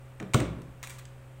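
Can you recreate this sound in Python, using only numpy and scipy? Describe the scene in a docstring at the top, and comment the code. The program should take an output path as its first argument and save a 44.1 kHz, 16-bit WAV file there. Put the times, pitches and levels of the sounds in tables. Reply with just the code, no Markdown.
"""A tiled kitchen, one microphone within earshot of a metal pot on the counter.
A steel masher comes down through boiled potato: it knocks lightly, lands with a clack and a thud,
then clicks and scrapes over the bottom. Each contact rings the steel, and the weight of a stroke
sets pot and counter booming, damped by the mash. The tiles ring briefly; an appliance hums behind."""
import sys
import numpy as np
from scipy import signal
from scipy.fft import rfft, irfft, next_fast_len
from scipy.io import wavfile
from scipy.ndimage import map_coordinates

SR = 44100
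rng = np.random.default_rng(int(sys.argv[2]) if len(sys.argv) > 2 else 0)


def wrap_up_sound(samples):
    """Save the sound to the file named by the first command line argument, as 16-bit audio."""
    columns = np.atleast_2d(samples).T
    # keep every value between -1 and 1, then stretch to whole-number steps
    tamed = np.clip(columns, -1, 1)
    steps = np.round(tamed * 32767).astype(np.int16)
    wavfile.write(sys.argv[1], SR, steps)


N = 61739

# Steel meeting the pot. Each row: start in seconds, level in dB, contact length in seconds, tilt in
# dB per octave, top treble in dB, ring in dB, ring length as a multiple of the free ring.
CONTACTS = [(.2000, -44, 0.0039, -3, -5, 8.5, 0.46), (0.226, -45, 0.0022, -5.5, 7, -6, 0.5),
            (.3362, -31.5, 0.0027, 3.5, -10, 9, 1), (.3420, -25.5, 0.0015, 0, -6, 2.5, 0.74),
            (0.344, -23.5, 0.0027, 0, 0, -18, 0.23), (0.401, -34.5, 0.0043, -2, 0, 1, 0.55),
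            (0.618, -53, 0.0027, 2, -2, -17, 0.44), (.8290, -38, 0.0027, 0.3, 7, 4, 1.15),
            (0.835, -40, 0.0026, -1, -8, -9, 0.72), (0.8378, -45, 0.011, -1.5, 3, 5, 1),
            (.8475, -52, 0.0014, 3, -2, 7, 1.2), (0.8727, -42.5, 0.0019, 3.5, 7, 2, 1.1),
            (.8960, -44.5, 0.0036, 4, 0, -5, 1.2), (0.9024, -43.5, .005, 2, 5.5, 4, 1.6),
            (0.984, -50, 0.014, 0, 6, -8, 0.76), (1.0538, -46.5, 0.0017, 4.5, -14, -20, .5)]
# The steel's free ring. Each row: frequency in Hz, level in dB, seconds to fall 60 dB (t60).
STEEL_MODES = [(1004, -12, 0.043), (1967, -17, 0.15), (2153, -16.5, .1), (2324, -2.5, 0.021),
               (2400, -37, 0.098), (3493, -15, 0.052), (3828, -18.5, .07), (6660, -13, .03),
               (8800, -23.5, 0.026)]
# A stroke's weight on the pot, or the soft pull as the masher lifts out of the mash. Each row: start in
# seconds, level in dB, boom tilt in dB per octave, # dull push in dB, push length in seconds, hollow knock in
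# dB.
STROKES = [(.2020, -45, 1, 5, 0.036, -3), (0.3459, -20, -3, 0.5, 0.0049, 3),
           (0.409, -31.5, -9, 2, 0.011, -1.5), (0.571, -49.5, -6, 0.5, 0.037, -13)]
# The loaded pot on the counter. Each row: frequency in Hz, level in dB, t60 in seconds.
POT_MODES = [(62, -18, .9), (112.3, -10, 0.61), (128.2, 8, 0.16), (160.6, -9, 0.74), (226.9, 0, .28),
             (266, -40, 0.36), (316.7, -10.5, 0.69), (397, -26, 0.16), (512, -11, 0.49), (551.6, -12, 0.51),
             (627, -6, 0.38), (705, -9, 0.23), (764, -14, 0.44), (1010, -17, 0.19), (1193, -17, 0.41),
             (1482, -14, 0.23)]
# The tone of each noise. Each row: frequency in Hz, relative level in dB.
CONTACT_TONE = [(200, -36), (600, -12.5), (1050, 2.5), (1650, 7), (2350, 5), (2900, 2), (3600, 2.5),
                (4800, -2.5), (6800, 1), (8500, 3), (10700, -14.5), (15000, -10)]  # steel grating on the pot
PUSH_TONE = [(25, -30), (70, -20), (120, 0), (260, 2), (450, -5), (800, -15.5), (1400, -21.5),
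             (2500, -34.5), (6000, -60)]  # shoved mash
KNOCK_TONE = [(300, -3.5), (620, -4), (860, -7.5), (1100, 0.5), (1400, -5.5), (1750, -15), (4000, -36)]  # the pot's wall
SLIP_TONE = [(300, -44), (1000, 4.5), (2200, -2), (4500, -7.5), (8300, 2.5), (10500, -7.5), (15000, -16)]  # steel on the wet bottom
TILE_TONE = [(60, 3.5), (300, 1), (1300, -2), (3000, 1.5), (8000, -0.5), (14000, 1.5)]  # the tail off the walls
AIR_TONE = [(25, -63.5), (70, -62.5), (200, -73.5), (600, -75), (1200, -78.5), (2700, -85), (4500, -96.5),
            (6500, -97.5), (8300, -92), (10000, -99), (15000, -100)]  # room tone
# The kitchen's decay. Each row: frequency in Hz, t60 in seconds.
TILE_DECAY = [(100, 1), (300, 0.49), (1000, 0.71), (3000, 0.5), (8000, 0.32), (15000, .25)]
# The appliance's hum. Each row: frequency in Hz, rms level at the microphone in dB.
HUM_PARTIALS = [(66, -60), (127, -49), (251, -70.5), (379, -69.5), (495, -86), (544.5, -63.5)]


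def masher_clicks():
    """Each contact grates for milliseconds and rings the steel, more briefly when the mash grips it."""
    out, t = np.zeros(N), np.arange(N) / SR
    top_treble_hz = 9600
    for start, db, length, tilt, top_db, ring_db, ring_scale in CONTACTS:
        tone = [(hz, level + top_db * (hz > top_treble_hz)) for hz, level in CONTACT_TONE]
        grate = coloured(rng.standard_normal(N) * fade(t - length, t60=0.01), tone, tilt)
        ring = struck([(hz, level, t60 * ring_scale) for hz, level, t60 in STEEL_MODES], t)
        click = in_kitchen(grate, wet_db=-6) + amp(ring_db) * in_kitchen(ring, wet_db=-10.5)
        add(out, start, amp(db) * click)
    return out


def pot_thuds():
    """A stroke, or the masher lifting out, shoves the mash, knocks the pot's wall and sets pot and counter
    booming."""
    out, t = np.zeros(N), np.arange(N) / SR
    attack_s, pivot_hz = 0.0016, POT_MODES[1][0]
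    attack = 1 - np.exp(-t / attack_s)
    for start, db, tilt, push_db, push_s, knock_db in STROKES:
        modes = [(hz, level + tilt * np.log2(hz / pivot_hz), t60) for hz, level, t60 in POT_MODES]
        boom = struck(modes, t)
        push = amp(push_db + 0.5) * noise(PUSH_TONE) * fade(t - push_s, t60=0.083)
        knock = amp(knock_db) * coloured(rng.standard_normal(N) * fade(t, t60=0.032), KNOCK_TONE)
        body = attack * (boom + in_kitchen(push, wet_db=-5.5))
        add(out, start, amp(db) * (body + in_kitchen(knock, wet_db=-10.5)))
    return out


def masher_scrape():
    """Dragged over the wet bottom of the pot, the steel moves in tiny slips."""
    out, t = np.zeros(N), np.arange(N) / SR
    start_s, hold_s = 0.832, 0.1
    slips_per_s, scatter_db = 4000, 3
    slips = (rng.random(N) < slips_per_s / SR) * rng.standard_normal(N)
    slips *= amp(scatter_db * rng.standard_normal(N))
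    scrape = unit(coloured(slips, SLIP_TONE)) * fade(t - hold_s, t60=0.23)
    add(out, start_s, amp(-56.5) * scrape)
    return in_kitchen(out, wet_db=0)


def in_kitchen(x, wet_db):
    """The microphone hears the direct sound plus a diffuse tail off the tiled walls."""
    build_s = 0.004
    hz, t, spectrum = signal.stft(rng.standard_normal(N), SR, nperseg=256)
    envelope = fade(t, along(TILE_DECAY, hz)[:, None]) * (1 - np.exp(-t / build_s))
    tail = signal.istft(spectrum * envelope, SR, nperseg=256)[1]
    tail = coloured(tail / np.linalg.norm(tail), TILE_TONE)
    return x + amp(wet_db) * signal.fftconvolve(x, tail)[:N]


def appliance_hum():
    """An appliance hums in the background, each partial slightly unsteady in level and phase."""
    hum, t = np.zeros(N), np.arange(N) / SR
    waver_db, waver_rad = 0.6, 0.1
    for hz, db in HUM_PARTIALS:
        peak = np.sqrt(2) * amp(db + waver_db * wobble(8.7))
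        phase = 2 * np.pi * (hz * t + rng.random()) + waver_rad * wobble(14.5)
        hum += peak * np.sin(phase)
    return hum


def struck(modes, t):
    """Struck modes ring as dying sines, their levels a little different at every hit."""
    return sum(amp(db + rng.normal(0, 1)) * fade(t, t60) * np.sin(2 * np.pi * hz * t)
               for hz, db, t60 in modes)


def noise(tone):
    """Steady noise of this tone at rms 1."""
    return unit(coloured(rng.standard_normal(N), tone))


def coloured(x, tone, tilt=0):
    """Causal filter of this tone, tilted in dB per octave above 500 Hz; keeps white noise's power."""
    size = 2 * next_fast_len(N)
    hz = np.fft.rfftfreq(size, 1 / SR)
    gain = unit(amp(along(tone, hz) + tilt * np.log2(1 + hz / 500)))
    cepstrum = irfft(np.log(gain), size)
    cepstrum[1:size // 2] *= 2  # fold to minimum phase: nothing sounds ahead of a hit
    cepstrum[size // 2 + 1:] = 0
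    return irfft(rfft(x, size) * np.exp(rfft(cepstrum)), size)[:N]


def along(points, hz):
    """Interpolate (Hz, value) points on a log frequency axis."""
    freqs, values = np.transpose(points)
    return np.interp(np.log(hz + 1), np.log(freqs + 1), values)


def amp(db):
    """Decibels to gain."""
    return 10 ** (np.asarray(db) / 20)


def unit(x):
    """Scale to rms 1."""
    return x / np.sqrt(np.mean(x ** 2) + 1e-20)


def fade(t, t60):
    """Hold at 1 until t = 0, then fall 60 dB every t60 seconds."""
    return np.exp(-np.log(1000) * np.maximum(t, 0) / t60)


def wobble(knots_per_s):
    """A smooth random curve."""
    return map_coordinates(rng.standard_normal(64), [np.arange(N) * knots_per_s / SR], mode="wrap")


def add(track, start_s, sound):
    """Mix a sound in from start_s."""
    i = round(start_s * SR)
    track[i:] += sound[:N - i]


def scene():
    """Masher and pot over hum and room tone, all at one microphone."""
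    mashing = masher_clicks() + pot_thuds() + masher_scrape()
    background = appliance_hum() + amp(-55) * noise(AIR_TONE)
    return (mashing + background)[None]


def record(dry):
    """The microphone's signal is cut off above the band limit."""
    size, top_hz = 2 * next_fast_len(N), 15800
    passband = np.fft.rfftfreq(size, 1 / SR) < top_hz
    return irfft(rfft(dry, size) * passband, size)[:, :N]


dry = scene()
out = record(dry)
wrap_up_sound(out)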